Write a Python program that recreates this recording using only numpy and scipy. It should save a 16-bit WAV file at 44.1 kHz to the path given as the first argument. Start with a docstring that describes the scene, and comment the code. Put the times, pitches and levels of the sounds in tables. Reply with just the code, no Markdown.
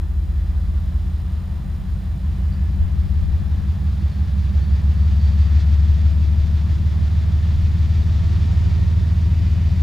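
"""A throbbing drone and rushing noise slowly build: a diesel freight train works up speed towards the listener.
The leading two-stroke engine is a sum of crank-order tones that rise with its revs; geared whines climb with them.
A second engine is a swept firing tone with a thin, fluttering turbocharger whistle.
Exhaust rumble, wheel roar, hiss, rail rub and wind are coloured noise; the running gear rings as blurred tones.
One short chirp sounds far off; the microphone's electronics add steady faint whines and hiss."""
import sys
import numpy as np
from scipy import signal
from scipy.fft import rfft, irfft, next_fast_len
from scipy.io import wavfile

SR = 44100
rng = np.random.default_rng(int(sys.argv[2]) if len(sys.argv) > 2 else 0)


def materialize(psi):
    """Save the field psi as 16-bit PCM at rate SR to the path in sys.argv[1].

    A 1-D psi becomes a single channel; in a 2-D psi each row is a channel.
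    """
    bounded = np.clip(np.atleast_2d(psi).T, -1, 1)
    quanta = np.round(bounded * 32767).astype(np.int16)
    wavfile.write(sys.argv[1], SR, quanta)


N = 433062

# strength of each cylinder's puff in firing order: level [dB]
CYLINDERS = [0, 0, 2, .3, 0, -2.5, 0, 2, 0, -.3, 1.7, 0]
# rushing hiss: (time [s], level [dB])
HISS_LEVEL = [(0, -61.5), (.55, -58), (2, -58), (3.5, -55), (5.3, -49.5), (5.95, -48.5), (6.25, -50.5),
              (7.3, -49.5), (8.5, -47), (9.3, -50)]


def from_db(db):
    """Decibels to amplitude gain."""
    return 10 ** (np.asarray(db) / 20)


def rms_one(x):
    """Scale to rms 1."""
    return x / np.sqrt(np.mean(x ** 2) + 1e-20)


def seconds():
    """Time of every sample."""
    return np.arange(N) / SR


def in_time(rows):
    """Interpolate a two-column time curve to every sample."""
    time_s, value = np.transpose(rows)
    return np.interp(seconds(), time_s, value)


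def at_hz(points, hz):
    """Read a spectrum on a log-frequency axis."""
    point_hz, value = np.transpose(points)
    return np.interp(np.log(np.maximum(hz, 1)), np.log(point_hz), value)


def angle_of(hz):
    """Running angle [rad]: the integral of a rate in cycles per second."""
    return 2 * np.pi * np.cumsum(hz) / SR


def drift(corner_hz):
    """Slow random signal of rms 1: noise at SR / 40 through two equal one-pole low-passes."""
    step, warm_up = 40, 2000
    pole = np.exp(-2 * np.pi * corner_hz * step / SR)
    noise = rng.standard_normal(N // step + warm_up + 2)
    slow = signal.lfilter([1], [1, -2 * pole, pole * pole], noise)[warm_up:]
    return np.interp(np.arange(N) / step, np.arange(len(slow)), rms_one(slow))


def narrow_noise(angle, width_hz):
    """Tone blurred to narrow noise of about rms 1: two slow random signals on its cosine and sine."""
    return drift(width_hz) * np.cos(angle) + drift(width_hz) * np.sin(angle)


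def scattered(angle, width_hz):
    """Blurred tone: a direct part wandering in pitch plus independent narrow noise in each ear."""
    direct = np.sqrt(2) * np.cos(angle + angle_of(width_hz / 2 * drift(width_hz)))
    diffuse = np.array([narrow_noise(angle, width_hz) for ear in range(2)])
    return (direct + diffuse) / np.sqrt(2)


def panned(x, left_db):
    """Pan by the level of the left ear over the right."""
    return x * from_db(np.array([[1], [-1]]) * left_db / 2)


def air_noise(spectrum, left_db):
    """Coloured stereo noise: a mid of rms 1 plus a side that sets the likeness of the ears per band."""
    # (frequency [Hz], left-right likeness [0-1])
    likeness = [(20, .8), (60, 0.63), (150, 0.66), (290, 0.82), (630, .42), (1300, 0.47), (2000, 0.8),
                (4000, 0.94), (7000, 1), (14000, .6)]
    size = next_fast_len(N)
    hz = np.arange(size // 2 + 1) * SR / size
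    alike = np.clip(at_hz(likeness, hz), 0, .99)
    mid, side = rfft(rng.standard_normal((2, size))) * from_db(at_hz(spectrum, hz))
    side = side * np.sqrt((1 - alike) / (1 + alike))
    mid, side = irfft([mid, side], size)[:, :N]
    return panned((mid + side * [[1], [-1]]) / np.std(mid), left_db)


def swell(centre_s, length_s):
    """Gaussian bell of height 1; length is its full width at 1/e."""
    return np.exp(-np.minimum(np.square(2 * (seconds() - centre_s) / length_s), 50))


def swells(rows, base_db):
    """Base gain plus one bell per row (time, length, level)."""
    return from_db(base_db) + sum(from_db(db) * swell(centre_s, length_s) for centre_s, length_s, db in rows)


def held(start_s, end_s, fade_s):
    """Gain that ramps up, holds and ramps down."""
    t = seconds()
    return np.clip(np.minimum(t - start_s, end_s - t) / fade_s, 0, 1)


def approach_db():
    """1 / distance gain over that at the start, for a train closing in at constant speed."""
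    start_m, speed_m_per_s = 293, 13.1
    distance_m = np.maximum(start_m - speed_m_per_s * seconds(), 1)
    return 20 * np.log10(start_m / distance_m)


def crank_speed():
    """The leading engine revs up almost evenly."""
    # (time [s], crank speed [turns/s])
    crank_curve = [(0, 5.015), (0.8, 5.145), (1.5, 5.314), (4, 5.77), (9.82, 6.78)]
    return in_time(crank_curve)


def puff_timing(order, places, puff_db):
    """Phase [rad] of one crank order in a train of unequal puffs at given places in the turn."""
    return np.angle(np.sum(from_db(puff_db) * np.exp(-2j * np.pi * order * places)))


def cylinder_timing(order):
    """Phase of one crank order when all twelve cylinders add."""
    return puff_timing(order, np.arange(len(CYLINDERS)) / len(CYLINDERS), CYLINDERS)


def engine_line(angle, echo, smear_rad):
    """Engine partial, rms 1 before its echoes, phase-blurred by the long way it travels."""
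    # ground and wall delay each pitch by its own amount
    angle = angle + smear_rad * (rng.uniform(-1, 1) + drift(1) / 6)
    direct, delayed = np.sin(angle), np.cos(angle)
    # shifting echoes reach the two ears differently
    side = echo * (drift(1) * direct + drift(0.86) * delayed)
    return np.sqrt(2) * direct + side * [[1], [-1]]


def exhaust_boom(crank, near_db):
    """Twelve firings a turn give the main note; orders 6 and 15 sound with it as a fast throb."""
    # main note before the fade: (time [s], level [dB])
    main_note = [(0.9, -26.5), (3, -22.5), (4.2, -22), (4.9, -16), (5.8, -13.5), (6.8, -18.5), (7.4, -17),
                 (9.82, -17.5)]
    # high note before the fade: (time [s], level [dB])
    high_note = [(0, -22.5), (3, -23), (4.3, -26), (5.3, -22), (6.2, -25.5), (7.5, -24), (8.6, -22),
                 (9.82, -25)]
    # the wall's echo makes the main note wander between the ears: (time [s], left over right [dB])
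    boom_sway = [(2.4, 0), (3.25, 7), (4.35, -5.5), (5.5, 4), (6.5, 2.5), (7, -3.5), (7.8, 1.6),
                 (8.45, -2.5), (9.82, -0.5)]
    low_order, main_order, high_order = 6, 12, 15
    low_start_db, low_per_near_db = -41.5, 2.1  # low note grows faster than 1 / distance

    # main and high notes fade once, briefly
    fade = swell(centre_s=1.8, length_s=0.93)
    low_db = low_start_db + low_per_near_db * near_db
    main_db = in_time(main_note) - 26 * fade
    high_db = in_time(high_note) - 10.4 * fade

    # the high note bends slightly sharp, which hurries the throb
    bend_hz = .13 * swell(centre_s=6.9, length_s=2.2)

    def note(order, db, bend=0):
        angle = order * crank + bend + cylinder_timing(order)
        return from_db(db) * engine_line(angle, echo=.09, smear_rad=.15)

    low = note(low_order, low_db)
    main = note(main_order, main_db)
    high = note(high_order, high_db, angle_of(bend_hz))
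    return panned(low + high, left_db=2.0) + panned(main, in_time(boom_sway))


def exhaust_chug(crank, speed):
    """Weaker orders sweep the stack's resonances, phased to pile up into the loudest cylinders' puffs."""
    # orders added by unequal cylinders: (crank order, relative level [dB])
    uneven = [(9, 2), (11, -9), (13, -1), (14, 0), (16, -1), (17, 1), (18, 8), (19, -4), (20, 3), (21, 6),
              (22, -3), (23, 1), (24, 3), (25, 2), (26, 4), (27, 4), (28, 1), (29, -9), (30, -1), (31, -2),
              (32, 2), (33, 7), (34, 6), (35, -3), (36, 7), (37, 2), (38, -3), (39, 6), (40, 1), (41, 3),
              (42, 2), (43, 0), (44, 0), (45, 3), (46, 2), (47, -1), (48, 0), (49, -1), (50, 1), (51, 1),
              (52, 4), (53, -2), (54, -1), (55, 0), (56, -6), (57, -4), (58, 1), (59, 1), (61, -1), (63, 0),
              (64, 1)]
    # response of exhaust stack and ground: (frequency [Hz], gain [dB])
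    stack = [(46, -54), (60, -38), (72, -23.5), (88, -35.5), (110, -47), (130, -42), (165, -45),
             (198, -45.5), (222, -60), (250, -64.5), (335, -66.5), (400, -77.5)]
    # cylinders that bark: (place in firing order, early level [dB], late level [dB])
    loud_puffs = [(2, 0, -8), (4, -6, -6), (5, -2, 0), (7, -3, -9), (10, -6, -9)]
    # distance smears higher orders more: (crank order, smear [rad])
    order_smear = [(14, 1.4), (24, 2.4)]
    # chug strength: (time [s], gain [dB])
    chug_gain = [(0, -9), (2.5, -2.5), (5.2, 0), (9.82, 2.5)]
    first_puff_turn = .016  # fraction of a turn
    pattern_shift_s = 6.3, 8.3  # early puff pattern gives way to late

    cylinder, early_db, late_db = np.transpose(loud_puffs)
    places = first_puff_turn + cylinder / len(CYLINDERS)
    out = 0
    for order, db in uneven:
        timings = np.unwrap([puff_timing(order, places, puff_db) for puff_db in (early_db, late_db)])
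        timing = np.interp(seconds(), pattern_shift_s, timings)
        smear_rad = np.interp(order, *np.transpose(order_smear))
        line = engine_line(order * crank + timing, echo=.15, smear_rad=smear_rad)
        out = out + from_db(db + at_hz(stack, order * speed)) * line
    return from_db(in_time(chug_gain)) * out


def gears(crank):
    """Fans and gears geared to the crank: blurred whines that climb with it."""
    # (crank order, width [Hz], level before the common gain [dB])
    gear_lines = [(78, 8, -65), (101, 5, -63), (141.5, 9, -59), (283, 30, -64)]
    # common gain: (time [s], gain [dB])
    gear_gain = [(0, -11), (2.6, -3.5), (3.1, -7), (3.6, -2.5), (4.3, -4), (6.5, -5.5), (7.6, -5.5),
                 (8.6, 6.5), (9.15, 0), (9.8, -2)]
    whines = sum(from_db(db) * scattered(order * crank, width_hz) for order, width_hz, db in gear_lines)
    return from_db(in_time(gear_gain)) * whines


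def second_engine(waver_db, turbo_flutter_db):
    """Low firing note on an S-curve between throttle notches, plus a fluttering turbocharger whistle."""
    # firing note before its waver: (time [s], level [dB])
    firing_level = [(0.8, -24), (1.5, -31.5), (2.5, -23.5), (3.5, -34.5), (4.7, -26), (5.6, -28.5),
                    (7.4, -35.5), (8.7, -25)]
    # turbocharger spooling up: (time [s], pitch [Hz])
    turbo_pitch = [(3.5, 4180), (3.87, 4305), (4.18, 4395), (4.7, 4480), (5, 4522), (5.45, 4562),
                   (6.7, 4655), (9.3, 4685)]
    # whistle flares, added to the resting level: (start [s], end [s], level [dB])
    turbo_flares = [(3.81, 3.91, -68), (3.99, 4.07, -65), (4.09, 4.23, -65), (4.59, 4.74, -61),
                    (4.94, 5.1, -62), (5.18, 5.36, -56), (5.37, 5.5, -62), (9.15, 9.8, -69)]
    turbo_rest_db = -81
    notch_from_hz, notch_to_hz, notch_middle_s, notch_ease_s = 49.7, 66.133, 3.096, .988

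    revved = 1 / (1 + np.exp((notch_middle_s - seconds()) / notch_ease_s))
    firing = angle_of(notch_from_hz + (notch_to_hz - notch_from_hz) * revved)
    drone = from_db(in_time(firing_level) + waver_db * drift(7.4)) * np.sin(firing)

    flares = sum(from_db(db) * held(start_s, end_s, fade_s=.025) for start_s, end_s, db in turbo_flares)
    turbo_gain = (from_db(turbo_rest_db) + flares) * from_db(turbo_flutter_db * drift(13))
    whistle = turbo_gain * np.sin(angle_of(in_time(turbo_pitch)) + 0.54 * drift(30))
    return np.sqrt(2) * (drone + whistle)


def exhaust_rumble(crank, near_db, chug_depth):
    """Turbulent exhaust: low noise pulsed 4 and 12 times a turn, growing as 1 / distance."""
    # (frequency [Hz], relative density [dB])
    rumble_spectrum = [(25, -18.5), (50, 6), (72, 14), (95, 9), (120, -1.5), (160, 1), (195, 4),
                       (230, -7.5), (330, -7), (420, -15.5), (600, -49.5), (1500, -72)]
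    start_db = -37.5
    clear_db = 2.4 * swell(centre_s=8.63, length_s=1.1)  # carries best for a moment
    puffs = 1 + chug_depth * (np.cos(4 * crank) + np.cos(12 * crank))
    return from_db(start_db + near_db + clear_db) * puffs * air_noise(rumble_spectrum, left_db=3.0)


def hiss_swing_db():
    """Hiss level about its mean."""
    hiss_db = in_time(HISS_LEVEL)
    return hiss_db - hiss_db.mean()


def wheel_roar(flicker_db):
    """Flickering mid-band noise of the wheels that follows a third of the hiss's swing."""
    # (frequency [Hz], relative density [dB])
    roar_spectrum = [(200, -18.5), (400, -1.5), (520, 1.5), (660, 3.5), (800, 1), (1200, -1), (1550, -5),
                     (1800, -3), (2300, -12), (3200, -11.5), (5000, -33), (9000, -57)]
    mean_db, hiss_share = -49.5, 0.33
    roar_db = mean_db + hiss_share * hiss_swing_db() + flicker_db * drift(7.6)
    return from_db(roar_db) * air_noise(roar_spectrum, left_db=0)


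def rushing_hiss(crank, flicker_db):
    """Noise that swells once a turn; air swallows its top at a distance, so that swings more."""
    # (frequency [Hz], relative density [dB])
    hiss_spectrum = [(600, -30.5), (1300, 1.5), (1560, -1.5), (1780, 3.5), (2120, 2), (2400, 2.5),
                     (2750, 0.5), (3150, .5), (3550, 3.5), (4100, 0), (4700, 0.5), (5700, -7.5),
                     (7000, -13), (8000, -19.5), (9500, -36), (12000, -49.5)]
    # top band: (frequency [Hz], relative density [dB])
    top_spectrum = [(4000, -24.5), (5500, 0.5), (7000, -6), (8000, -9.5), (9500, -29.5), (12000, -44.5)]
    # swell in each crank turn: (time [s], amplitude [dB])
    hiss_pulse = [(2.5, .5), (4.6, 1.25), (7, 0.8), (9, .4)]
    top_mean_db, top_swing_ratio = -69, 1.5
    swell_db = in_time(hiss_pulse) * np.cos(crank) + flicker_db * drift(18)
    hiss = from_db(in_time(HISS_LEVEL)) * air_noise(hiss_spectrum, left_db=-.5)
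    top_db = top_mean_db + top_swing_ratio * hiss_swing_db()
    top = from_db(top_db) * air_noise(top_spectrum, left_db=1)
    return from_db(swell_db) * (hiss + top)


def wheel_rub():
    """Wheels rubbing on the rails: a coloured sizzle that swells over a resting level."""
    # (frequency [Hz], relative density [dB])
    rub_spectrum = [(1200, -28.5), (1750, -7.5), (2050, 1.5), (2270, -3), (2500, 1), (2750, -7), (2970, 3),
                    (3250, -14.5), (4700, -9), (5700, -13), (6500, -22.5), (7200, -10.5), (8500, -37)]
    # swells: (time [s], length [s], added level [dB])
    rub_swells = [(.9, 0.81, -77), (2.55, 0.51, -62), (7.65, .6, -59.5), (8.65, .4, -57), (9.5, 0.57, -54)]
    return swells(rub_swells, base_db=-72) * air_noise(rub_spectrum, left_db=-1.5)


def running_gear_rings(fade_s):
    """Resonances of the running gear: steady-pitched blurred tones that come and go."""
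    # (start [s], end [s], frequency [Hz], width [Hz], level [dB])
    ring_lines = [(4.9, 9.6, 649, 7, -62.5), (6.8, 9.6, 668, 3, -64), (6.5, 10.2, 1171, 2, -62.5),
                  (4.5, 6.1, 1830, 60, -63), (.1, 2.2, 1199, 4, -68), (2.8, 5.6, 1173, 6, -67),
                  (.3, 4.6, 988, 12, -68), (4.6, 10.2, 977, 3, -68.5), (2.1, 5.9, 1715, 25, -66.5),
                  (-.2, 1.3, 325, 8, -57), (8.4, 9.2, 391, 3, -56), (8.4, 9.5, 521, 4, -62)]
    t = seconds()
    return sum(from_db(db) * held(start_s, end_s, fade_s) * scattered(2 * np.pi * hz * t, width_hz)
               for start_s, end_s, hz, width_hz, db in ring_lines)


def wind():
    """Gusts over a light breeze buffet each microphone port with independent noise, mostly the left."""
    # (frequency [Hz], relative density [dB])
    buffet_spectrum = [(4, -24), (10, -2), (25, -1.5), (40, 0), (70, -17.5), (150, -31), (400, -57),
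                       (1500, -92)]
    # gusts: (time [s], length [s], added level [dB])
    gusts = [(.66, 0.11, -35), (2.83, 0.092, -25), (3.24, 0.21, -25), (3.64, 0.18, -34), (5.93, 0.24, -31),
             (6.43, 0.15, -34), (6.8, .14, -38), (7.26, .12, -34), (7.63, 0.17, -28)]
    ports = np.array([air_noise(buffet_spectrum, left_db=5.5)[ear] for ear in range(2)])
    return swells(gusts, base_db=-47) * ports


def electronics():
    """Fixed sine whines, some amplitude-modulated and stronger on the right, over faint hiss."""
    # (frequency [Hz], level [dB], flutter depth at each rate [0-1])
    whine_lines = [(3466.7, -74.5, .3), (4000, -71.7, 0), (5200, -74, .3), (6000, -78.5, 0),
                   (6933.3, -75, .3), (8000, -81, 0), (8666.7, -74.5, .3), (10000, -81, 0),
                   (10400, -76, .3), (12133.3, -76, .3), (13866.7, -76.5, .3), (15000, -74.5, 0)]
    # hiss: (frequency [Hz], relative density [dB])
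    self_noise = [(100, -9), (5000, 1), (9500, 2), (12500, -2.5), (15000, 0.5)]
    t = seconds()
    flutter = sum(np.cos(2 * np.pi * hz * t) for hz in (50, 58.3))
    whine = np.sqrt(2) * sum(from_db(db) * (1 + depth * flutter) * np.sin(2 * np.pi * hz * t)
                             for hz, db, depth in whine_lines)
    return panned(whine, left_db=-9.5) + from_db(-67.0) * air_noise(self_noise, left_db=4.0)


def chirp():
    """One brief, rough, far chirp: narrow noise with a linear attack and exponential decay."""
    start_s, attack_s, decay_s, pitch_hz, level_db = 2.515, .012, .04, 4620, -55.5
    t = seconds() - start_s
    shape = np.clip(t / attack_s, 0, 1) * np.exp(-np.maximum(t - attack_s, 0) / decay_s)
    return from_db(level_db) * shape * narrow_noise(2 * np.pi * pitch_hz * t, width_hz=190)


def scene():
    """The crank drives the leading engine; nearness lifts its low note and rumble."""
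    speed, near_db = crank_speed(), approach_db()
    crank = angle_of(speed)
    lead = exhaust_boom(crank, near_db) + exhaust_chug(crank, speed) + gears(crank)
    second = second_engine(waver_db=1.6, turbo_flutter_db=2)
    rumble = exhaust_rumble(crank, near_db, chug_depth=0.31)
    rushing = wheel_roar(flicker_db=0.77) + rushing_hiss(crank, flicker_db=1.0)
    wheels = wheel_rub() + running_gear_rings(fade_s=0.22)
    return lead + second + rumble + rushing + wheels + wind() + electronics() + chirp()


def record(dry):
    """Steep elliptic low-pass: .1 dB ripple, 90 dB stopband."""
    cutoff_hz = 15250
    return signal.sosfilt(signal.ellip(12, .1, 90, cutoff_hz, fs=SR, output="sos"), dry)


dry = scene()
out = record(dry)
materialize(out)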